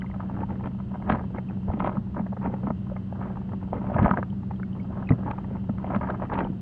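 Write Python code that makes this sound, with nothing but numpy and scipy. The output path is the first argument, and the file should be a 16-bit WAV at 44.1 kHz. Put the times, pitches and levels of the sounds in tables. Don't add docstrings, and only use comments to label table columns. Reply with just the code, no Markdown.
import sys
import numpy as np
from scipy import signal
from scipy.fft import rfft, irfft
from scipy.io import wavfile
from scipy.ndimage import uniform_filter1d, minimum_filter1d

SR = 44100
rng = np.random.default_rng(int(sys.argv[2]) if len(sys.argv) > 2 else 0)


def master(y):
    cut = np.clip(np.atleast_2d(y).T, -1, 1)
    pcm = np.round(cut * 32767)
    wavfile.write(sys.argv[1], SR, pcm.astype(np.int16))


N = 291501
TIME = np.arange(N) / SR

# (harmonic number, rms level [dB])
MOTOR_HARMONICS = [(2, -39.5), (3, -36), (5, -59), (6, -57.5)]
MAINS_HARMONICS = [(1, -42.5), (2, -39.5)]
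# (time [s], rms level [dB])
WHINE_LEVELS = [(0, -73), (1.6, -72), (2.4, -93.5), (2.5, -72.5), (3.3, -74.5), (4.2, -74), (4.4, -95),
                (4.85, -70), (4.95, -76), (5.3, -72), (6.6, -72.5)]
# (frequency [Hz], relative density [dB])
RUMBLE_SPECTRUM = [(6, -38), (22, -15.5), (50, -7.5), (70, -1.5), (110, -3), (145, -5), (175, -3),
                   (215, -1), (255, -13.5), (330, -17.5), (430, -29.5), (800, -45), (2000, -78)]
WAKE_SPECTRUM = [(6, -36), (22, -12), (70, -3), (120, -1.5), (200, -6), (260, 0), (330, -7), (480, -13.5),
                 (800, -28), (2000, -77.5)]
HISS_SPECTRUM = [(200, -3), (650, 4.5), (1200, -4), (2000, -10.5), (2350, -18), (2700, -11), (3600, -18.5),
                 (4700, -23.5), (5400, -28.5), (8500, -34), (10500, -53)]
# (peak time [s], stirring level [dB], build-up time constant [s], settling time constant [s])
FISH_FLURRIES = [(0.028, -44.5, .015, .025), (.15, -45, .02, .015), (0.219, -42.5, .012, .025),
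                 (.42, -38, .11, 0.014), (0.503, -36, 0.012, 0.045), (.67, -36, 0.039, .015),
                 (0.95, -47, 0.025, .03), (1.111, -28, 0.032, 0.053), (1.359, -37, .012, 0.02),
                 (1.5, -45.5, .03, .07), (1.7, -42.5, .025, .08), (1.879, -29.5, .075, 0.023),
                 (1.97, -37.5, .04, .015), (2.181, -32, 0.011, 0.023), (2.458, -31, .025, .03),
                 (2.54, -38.5, 0.022, 0.024), (2.672, -38.5, .05, .02), (3.22, -39, .04, 0.14),
                 (3.53, -42.5, 0.018, 0.024), (3.632, -40, 0.0075, .02), (3.757, -35.5, 0.018, 0.06),
                 (4.055, -27, 0.11, .05), (4.18, -29.5, 0.012, .015), (4.78, -46, .05, .06),
                 (4.978, -41, .07, .09), (5.11, -35, 0.016, 0.029), (5.278, -37, 0.05, 0.064),
                 (5.56, -43, .15, .035), (5.956, -31, 0.075, .02), (6.04, -33.5, 0.02, .04),
                 (6.1, -34, .025, .045), (6.227, -32.5, .025, .025), (6.325, -31.5, 0.02, 0.05),
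                 (6.409, -28, 0.04, 0.04)]
# (frequency [Hz], relative gain [dB], decay time T60 [s])
CASE_MODES = [(212, -13.5, 0.065), (600, -29, 0.037), (930, -16, 0.012), (1270, -23, 0.026),
              (1590, -33.5, 0.028), (2094, -37.5, 0.065), (3220, -30.5, 0.027)]
# (time [s], relative level [dB], frequency [Hz], decay time T60 [s])
BUBBLE_PINGS = [(.008, -46, 3050, 0.023), (0.019, -32.5, 1980, 0.02), (0.019, -27.5, 1610, 0.011),
                (0.062, -42, 2070, 0.029), (.103, -53, 2200, 0.043), (.113, -39.5, 2000, 0.018),
                (1.118, -62, 4140, 0.12), (1.374, -44, 2150, 0.058), (1.385, -41, 2150, 0.027),
                (1.488, -45.5, 2550, 0.029), (4.302, -43, 3050, 0.011), (4.56, -52, 3180, 0.019),
                (4.631, -26.5, 1470, 0.012), (4.631, -44.5, 2190, 0.039), (4.73, -47, 3000, 0.019),
                (4.798, -45.5, 2220, 0.037), (4.832, -57, 4850, 0.011), (5.072, -44, 2550, 0.044),
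                (5.09, -24, 2050, 0.013), (5.091, -45, 3900, 0.017), (5.093, -32, 2400, 0.018),
                (5.12, -30.5, 1970, 0.021), (6.445, -41.5, 3010, 0.019)]
# (time [s], relative level [dB], frequency [Hz], sharpness,
# relative crack level [dB], crack frequency [Hz], relative rattle level [dB])
PEBBLE_KNOCKS = [(0.1007, -40.5, 870, 16, -15, 2040, -14), (0.1619, -43.5, 760, 20, -15, 1310, -5),
                 (0.2053, -33.5, 1120, 16, -21, 1880, -6.5), (0.2419, -43.5, 736, 16, -16.5, 1570, -7.5),
                 (0.2986, -37, 870, 21, -9, 1290, -9.5), (0.3433, -45, 770, 21, -7, 1290, -6),
                 (0.3667, -42.5, 1460, 12.4, -4, 1290, -13), (0.3921, -41, 610, 9, -3.5, 1290, -4),
                 (0.4209, -34, 620, 21, -7, 1290, -17), (0.436, -30, 910, 44, -19, 1400, -6),
                 (0.4904, -36, 820, 18, -25, 1370, -4), (0.5079, -36, 904, 21, -14, 1690, -4),
                 (0.5579, -45.0, 870, 21, 5, 1470, -4.5), (0.6104, -35.5, 930, 16, -16, 2260, -5),
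                 (0.6434, -32.5, 660, 13, -11, 1290, -14), (0.659, -36, 965, 24, -8, 1750, -10),
                 (0.6728, -30, 850, 35, -15, 2120, -9), (0.7494, -42.5, 780, 20, -16, 1290, -8),
                 (0.8022, -37, 920, 13, -15, 1950, -5.5), (0.9184, -39.5, 760, 9, -20, 1950, -6),
                 (0.9487, -37, 755, 14, -10, 1290, -4), (0.9573, -35.5, 720, 19, -6.5, 1290, -4.5),
                 (1.0246, -36.5, 776, 17, -6, 1720, -3.5), (1.1002, -19, 890, 29, -12, 2680, -7.5),
                 (1.1021, -20, 840, 9.7, -6, 1290, -4), (1.1226, -29.5, 1450, 21, 2, 1820, -6),
                 (1.126, -25, 810, 6, -5, 2350, -14), (1.1423, -32, 960, 18, -16, 1290, -13),
                 (1.1487, -28, 850, 16, -22, 1450, -17), (1.1572, -29.5, 860, 5, -21, 2600, -6),
                 (1.1872, -35.5, 930, 14, -16, 1290, -13), (1.1951, -36.5, 820, 14, -3.5, 1850, -4),
                 (1.2112, -36.0, 620, 16, -10, 1290, -10), (1.3484, -30, 770, 6.5, -15, 1290, -9),
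                 (1.3856, -30.5, 660, 17, -2, 1780, -4.5), (1.5093, -46, 710, 9, 7.5, 1440, -11),
                 (1.5731, -41.5, 710, 17, -8, 1290, -12), (1.6856, -26, 620, 12, -24, 1610, -3),
                 (1.7033, -20.5, 716, 19, -36.5, 1950, -15), (1.7374, -30, 840, 19, -9, 2080, -1.5),
                 (1.8041, -19, 1120, 4.4, -19, 2170, -11), (1.8231, -30, 840, 20, -4, 1360, -14),
                 (1.8468, -18, 835, 12, -19, 2140, -13.5), (1.8575, -36, 820, 17, -8.5, 1440, -14),
                 (1.8746, -19.5, 790, 11, -14, 1560, -12), (1.895, -24.5, 870, 6.3, -15, 2210, -13),
                 (1.9188, -33, 780, 8, -16.5, 1610, -8), (1.9541, -37, 710, 9, -23, 1290, -2),
                 (1.9712, -32.0, 1110, 24, -17, 1440, -13.5), (2.1685, -30, 715, 9, -4, 1290, -4),
                 (2.1974, -32, 694, 21, -8, 1550, -4), (2.2664, -39.5, 710, 21, -4.5, 1720, -1),
                 (2.3292, -32.5, 690, 30, -29, 1610, -2.5), (2.3701, -34.5, 696, 24, -2, 1490, -1.5),
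                 (2.42, -38, 825, 12, -18, 1710, -2), (2.4612, -28, 790, 8, -12, 1940, 3),
                 (2.4756, -33, 630, 18, -18, 2040, -17), (2.5008, -31, 690, 25, -23, 1290, -17),
                 (2.5171, -38, 670, 7, -15, 1290, -20), (2.5284, -40, 910, 18, -17, 1890, -12),
                 (2.5413, -27, 750, 10, -13, 1910, -5.5), (2.6362, -29.5, 650, 31, -15, 1600, -3.5),
                 (2.672, -22.0, 786, 8.2, -22, 1690, -6.5), (2.6855, -32, 740, 21, -4, 1310, -10),
                 (2.7055, -19.5, 720, 8.7, -10, 1290, -8), (2.8997, -46.0, 480, 5, 3, 1290, 7),
                 (2.9202, -34, 552, 74, -24, 1650, -6.5), (2.9653, -31.5, 850, 7.8, -10.5, 1290, -4.5),
                 (3.1268, -35.5, 690, 14, -17, 1610, -5.5), (3.1576, -46, 790, 12, -3, 1380, -6),
                 (3.216, -34, 824, 13, -14, 1840, -3.5), (3.2735, -38, 680, 16, -16, 1290, -4),
                 (3.3057, -37, 730, 17, -22, 1410, -18), (3.3722, -34.0, 860, 18, -17, 1570, -7),
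                 (3.5213, -38, 570, 17, -4, 1300, -1), (3.5364, -32, 710, 24, -11, 1530, -2),
                 (3.6289, -35, 850, 24, -28, 1700, -8), (3.6786, -38.5, 680, 20, -15, 1290, -16),
                 (3.7318, -14.0, 675, 8.7, -24.5, 1920, -14), (3.7653, -36, 570, 16, -6, 1520, -3),
                 (3.8438, -29.5, 683, 16, -30, 1290, -20), (3.9005, -31.0, 640, 21, -25, 1930, -4),
                 (3.9192, -25.5, 600, 16, -26, 1700, -15), (3.9461, -33, 1100, 21, -17.5, 1730, -1.5),
                 (3.966, -23.5, 746, 15, -27, 2000, 0), (3.9878, -23.5, 990, 27, -31, 1540, 2),
                 (3.9994, -22.5, 920, 24, -29, 1380, -17), (4.0317, -34, 1450, 5, -7, 1660, -7),
                 (4.0469, -26, 630, 19, 0, 1950, -15), (4.0535, -24.5, 880, 12, -25, 1290, -2.5),
                 (4.0613, -13.5, 696, 11, -12, 1640, -8), (4.0685, -20, 700, 6.7, -21, 2310, -15),
                 (4.0815, -22.5, 720, 18, -10.5, 2190, -8), (4.0927, -27, 930, 23, -8, 1460, -3),
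                 (4.113, -25.5, 700, 15, 9, 1350, 2), (4.1395, -24, 980, 14, -19, 1810, -5),
                 (4.1741, -27.5, 640, 17, 6.5, 1530, -4), (4.1886, -30, 550, 7, -5, 1690, 3),
                 (4.2292, -32.5, 630, 9.5, 6.5, 1390, -12), (4.5118, -30.5, 860, 17, -17, 2190, -6.5),
                 (4.5995, -38.5, 480, 5, 1, 1370, 0.5), (4.9075, -41, 606, 21, -23, 1700, -0.5),
                 (4.9367, -41.5, 870, 21, -26, 1530, -3), (4.9701, -39.5, 520, 11, -3, 1290, -12),
                 (5.0278, -40, 1450, 9, -8.5, 1380, -9), (5.1895, -38, 480, 9, -8, 1450, 0),
                 (5.2336, -36, 780, 7.4, -12, 1410, -3), (5.2798, -27.5, 694, 25, -22, 1290, 0),
                 (5.3119, -33.5, 990, 21, -8.5, 2190, 3.5), (5.3369, -39, 900, 20, -15, 1290, -15),
                 (5.386, -34, 930, 22, -15, 1750, -1), (5.4466, -42, 870, 21, -2, 1750, -1),
                 (5.5124, -30, 480, 5, -24, 1290, -19), (5.5691, -35, 790, 14, -9.5, 1920, -19.5),
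                 (5.6955, -25.5, 660, 14, -11.5, 1500, -7), (5.7843, -39.5, 880, 21, 1, 1640, -1),
                 (5.8451, -24.5, 744, 20, -14.5, 1930, -13), (5.868, -35, 720, 19, -9, 2460, -11),
                 (5.9052, -28, 895, 5, -17, 2550, -1.5), (5.9202, -29, 886, 24, -10.5, 1640, -17),
                 (5.9365, -38, 480, 7, 0, 1810, -15), (5.9484, -24.5, 1070, 17, -7.5, 2100, -7),
                 (5.9624, -27.5, 878, 6, -7, 1290, -2.5), (6.0141, -26, 883, 19, -15.5, 1680, -6),
                 (6.0339, -27.5, 820, 19, -8, 1850, -6), (6.0448, -31.0, 860, 9, -22, 2430, -3),
                 (6.09, -30, 910, 23, -14, 1830, -8), (6.102, -32.5, 623, 12, 1, 1540, 5.5),
                 (6.106, -28, 710, 3.2, -20, 2290, -9), (6.148, -33.5, 980, 22, -17, 1560, -5.5),
                 (6.1999, -36.0, 960, 26, -24.5, 1350, -12.5), (6.2374, -31.5, 810, 21, -17.5, 2160, -4),
                 (6.3005, -31.5, 813, 8, -15, 1480, 0), (6.324, -32, 930, 23, -19, 1590, 2),
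                 (6.3326, -28.5, 746, 14, -9, 1860, -1), (6.3562, -30.5, 1090, 21, -11, 1620, -4),
                 (6.3788, -29, 1080, 21, -20, 1850, -2), (6.3901, -25.5, 1020, 13, -3, 2330, -14.5),
                 (6.3978, -32, 1026, 21, -13, 1580, -5), (6.407, -30.5, 700, 9, 10, 1450, -0.5),
                 (6.4514, -25, 760, 9.9, -24, 1810, -22)]
# (time [s], relative level [dB], duration [s])
SAND_SCRAPES = [(0.66, -49, 0.0051), (1.1, -36.5, 0.013), (1.119, -41, 0.011), (1.154, -47, .008),
                (1.797, -45, 0.0095), (1.844, -45, 0.0051), (1.874, -43, 0.0088), (4.031, -40.5, 0.0054),
                (4.048, -42, .005), (4.109, -40.5, 0.0056), (4.178, -46, .004), (4.232, -50, 0.0051),
                (5.313, -38, 0.0038), (5.962, -45.5, 0.01), (6.104, -43.5, 0.0067), (6.34, -41, 0.017),
                (6.39, -37, 0.008), (6.405, -40, .006)]
# (time [s], relative level [dB], frequency [Hz])
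CASE_BUMPS = [(1.103, -18, 260), (1.127, -17.5, 179), (1.143, -21, 288), (1.699, -16, 89.5),
              (1.707, -28.5, 48), (1.741, -22, 237), (1.982, -20.5, 152), (2.203, -19, 204),
              (2.478, -22, 200), (2.64, -24, 175), (2.679, -23.5, 254), (2.709, -19, 203),
              (3.959, -16.5, 150), (3.999, -14.5, 110), (4.023, -12.5, 140), (4.031, -20.5, 169),
              (4.047, -13.5, 193), (4.057, -21, 72), (4.115, -16.5, 140), (4.134, -22.5, 235),
              (5.699, -18, 200), (5.964, -22, 228), (6.503, -20, 230)]
# (frequency [Hz], relative level [dB], decay time T60 [s])
ROCKING_MODES = [(115, -11.5, 0.15), (146, -3.5, 0.083), (251, -6.5, 0.072), (457, -19, 0.075),
                 (640, -20, 0.041), (1260, -21.5, 0.012)]

USUAL_STIR_DB, IDLE_STIR_DB = -35, -58


def gain_of(db):
    return 10 ** (np.asarray(db) / 20)


def unit_rms(x):
    return x / np.sqrt(np.mean(x ** 2) + 1e-20)


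def add(mix, start_s, sound):
    part = mix[max(round(start_s * SR), 0):][:len(sound)]
    part += sound[:len(part)]


def noise(spectrum):
    hz, db = np.transpose(spectrum)
    shape_db = np.interp(np.log(np.fft.rfftfreq(N, 1 / SR) + 1), np.log(hz), db)
    return unit_rms(irfft(rfft(rng.standard_normal(N)) * gain_of(shape_db), N))


def drift(hz):
    low_pass = np.exp(-(np.fft.rfftfreq(N, 1 / SR) / hz) ** 2)
    return unit_rms(irfft(rfft(rng.standard_normal(N)) * low_pass, N))


def pulse(t, hz, sharpness, phase_turns):
    return (np.exp(2j * np.pi * phase_turns) * (1 - 2j * np.pi * hz * t / sharpness) ** -sharpness).real


def machine_hum(motor_hz=62.63, mains_hz=100, wander_rad=.15):
    tones = 0
    for hz, harmonics in ((motor_hz, MOTOR_HARMONICS), (mains_hz, MAINS_HARMONICS)):
        phase = 2 * np.pi * hz * TIME + wander_rad * drift(.6)
        for number, db in harmonics:
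            tones += gain_of(db) * np.sin(number * phase + 2 * np.pi * rng.random())
    whine = noise([(2300, -32), (2700, -3), (2900, -11.5), (3080, -1.5), (3200, -9), (3450, -38.5)])
    whine_db = np.interp(TIME, *np.transpose(WHINE_LEVELS))
    return np.sqrt(2) * tones + gain_of(whine_db) * whine


def stirring():
    power = gain_of(IDLE_STIR_DB) ** 2
    for s, db, build_s, settle_s in FISH_FLURRIES:
        time_constants = np.maximum((s - TIME) / build_s, (TIME - s) / settle_s)
        power += (gain_of(db) * np.exp(-np.minimum(time_constants, 20))) ** 2
    return 10 * np.log10(power)


def current(stir_db, rumble_db=-37, wake_db=-33, wake_slope=0.77, hiss_db=-57):
    rumble = gain_of(rumble_db) * noise(RUMBLE_SPECTRUM)
    wake = gain_of(wake_db + wake_slope * (stir_db - USUAL_STIR_DB)) * noise(WAKE_SPECTRUM)
    return rumble + wake + gain_of(hiss_db) * noise(HISS_SPECTRUM)


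def case_response(blows, ring_db, echo_db, echo_t60_s=.042):
    t = np.arange(SR // 8) / SR
    ring = sum(gain_of(db - 60 * t / t60) * hz * 2 * np.pi / SR * np.cos(2 * np.pi * hz * t)
               for hz, db, t60 in CASE_MODES)
    direct = blows + gain_of(ring_db) * signal.oaconvolve(blows, ring)[:N]
    paths = rng.standard_normal((3, len(t))) * gain_of(-60 * t / echo_t60_s)
    paths /= np.linalg.norm(paths, axis=1, keepdims=True)
    echo = sum(signal.oaconvolve(direct * np.cos(2 * np.pi * (TIME + k / len(paths))), path)[:N]
               for k, path in enumerate(paths))
    return direct + gain_of(echo_db) * echo


def gravel(stir_db, level_db=-4.5, grains_per_s=1200, low_hz=460, high_hz=2600, spread_db=3, bands=28):
    t, out = np.arange(-400, 400) / SR, np.zeros(N)
    treble_db = -21 + 0.26 * (stir_db - USUAL_STIR_DB)
    for fineness in np.linspace(0, 1, bands):
        strength = gain_of(spread_db * np.minimum(rng.exponential(1, N), 3))
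        impacts = strength * (rng.random(N) < grains_per_s / bands / SR)
        hz = low_hz * (high_hz / low_hz) ** fineness
        clink = pulse(t, hz, sharpness=9 + 12 * fineness, phase_turns=rng.random())
        out += unit_rms(signal.oaconvolve(impacts, clink, "same")) * gain_of(fineness ** 3 * treble_db)
    return gain_of(level_db + stir_db) * unit_rms(case_response(out, ring_db=-3, echo_db=-9))


def bubbles(level_db=1.5, rise_s=0.00069):
    t, out = np.arange(SR // 10) / SR, np.zeros(N)
    onset = 1 - np.exp(-(t / rise_s) ** 2)
    for s, db, hz, t60 in BUBBLE_PINGS:
        add(out, s, gain_of(level_db + db - 60 * t / t60) * onset * np.sin(2 * np.pi * hz * t))
    return out


def light_knocks(stir_db, count=130, usual_db=-36.5, spread_db=2, centre_hz=860, spread_octaves=0.24):
    excess_db = stir_db - USUAL_STIR_DB
    cumulative_rate = np.cumsum(gain_of(.65 * np.minimum(excess_db, 0)))
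    quantiles = (np.arange(count) + rng.random(count)) / count
    times = np.interp(quantiles, cumulative_rate / cumulative_rate[-1], TIME)
    strength, detune = np.clip(rng.standard_normal((count, 2)), -2, 2).T
    levels = usual_db + 0.45 * np.interp(times, TIME, excess_db) + spread_db * strength
    pitches = centre_hz * 2 ** (spread_octaves * detune)
    sharpness, crack_db, crack_hz, rattle_db = 21, -18.5, 1500, -2.5
    return [(s, db, hz, sharpness, crack_db, crack_hz, rattle_db)
            for s, db, hz in zip(times, levels, pitches)]


def pebbles(stir_db, level_db=0.94, trim_db=-1, rattle_s=0.007, push_db=-19, push_hz=240, contacts=11):
    t, out = np.arange(-SR // 60, SR // 60) / SR, np.zeros(N)
    knocks = list(PEBBLE_KNOCKS) + light_knocks(stir_db)
    for s, db, hz, sharpness, crack_db, crack_hz, rattle_db in knocks:
        draws = rng.random((contacts + 1, 3))
        knock_phase, push_phase = draws[0, :2]
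        tilt_db_per_octave = -3 + 0.2 * crack_db
        rattle = np.zeros(len(t))
        for k, (when, detune, phase) in enumerate(draws[1:]):
            octaves = 1.93 * (k + detune) / contacts - .6
            lag = 2 * when - 1
            contact = pulse(t - rattle_s * lag, hz * 2 ** octaves, sharpness=19, phase_turns=phase)
            rattle += gain_of(tilt_db_per_octave * max(octaves, 0)) * np.exp(-lag ** 2) * contact
        knock = pulse(t, hz, sharpness, knock_phase)
        knock += gain_of(crack_db + trim_db) * pulse(t, crack_hz, sharpness=18, phase_turns=knock_phase)
        knock += gain_of(rattle_db + trim_db) * rattle / abs(rattle).max()
        push = gain_of(push_db) * pulse(t, push_hz, sharpness=40, phase_turns=push_phase)
        add(out, s + t[0], gain_of(db + level_db) * (knock + push))
    return case_response(out, ring_db=0.5, echo_db=-8.5)


def sand(level_db=-1, grit_depth=0.31):
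    envelope = sum(gain_of(db) * np.exp(-(2 * (TIME - s) / duration) ** 2)
                   for s, db, duration in SAND_SCRAPES)
    hiss = noise([(600, -30.5), (1400, 2.5), (2300, 3), (2700, -3.5),
                  (3500, -10), (4400, -21), (5000, -41.5), (7000, -71.5)])
    grit = np.exp(grit_depth * drift(hz=500))
    return gain_of(level_db) * envelope * unit_rms(hiss * grit)


def bumps(level_db=-1):
    t, out = np.arange(-SR // 20, SR // 20) / SR, np.zeros(N)
    for s, db, hz in CASE_BUMPS:
        add(out, s + t[0], gain_of(db + level_db) * pulse(t, hz, sharpness=6.6, phase_turns=rng.random()))
    return case_response(out, ring_db=6, echo_db=-11)


def camera_thump(start_s=5.1055, level_db=2.5, rise_cycles=0.37, fizz_db=-56):
    t, rocking = np.arange(SR // 5) / SR, np.zeros(N)
    for hz, db, t60 in ROCKING_MODES:
        onset = 1 - np.exp(-(hz * t / rise_cycles) ** 2)
        add(rocking, start_s, gain_of(level_db + db - 60 * t / t60) * onset * np.sin(2 * np.pi * hz * t))
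    overload_fizz = abs(rocking) * noise([(1000, -8), (4000, -2), (10000, -9.5)])
    return rocking + gain_of(fizz_db) * overload_fizz


def scene():
    stir_db = stirring()
    background = machine_hum() + current(stir_db)
    mix = background + gravel(stir_db) + sand() + bumps() + camera_thump() + bubbles() + pebbles(stir_db)
    return mix[None]


def record(dry, ceiling_db=-6.6, window_samples=300, cutoff_hz=10300):
    allowed_gain = np.minimum(gain_of(ceiling_db) / (abs(dry) + 1e-9), 1)
    smooth_gain = uniform_filter1d(minimum_filter1d(allowed_gain, window_samples), window_samples)
    low_pass = signal.firwin(511, cutoff_hz, window=("kaiser", 9), fs=SR)
    return signal.oaconvolve(dry * smooth_gain, low_pass[None], "same")


dry = scene()
out = record(dry)
master(out)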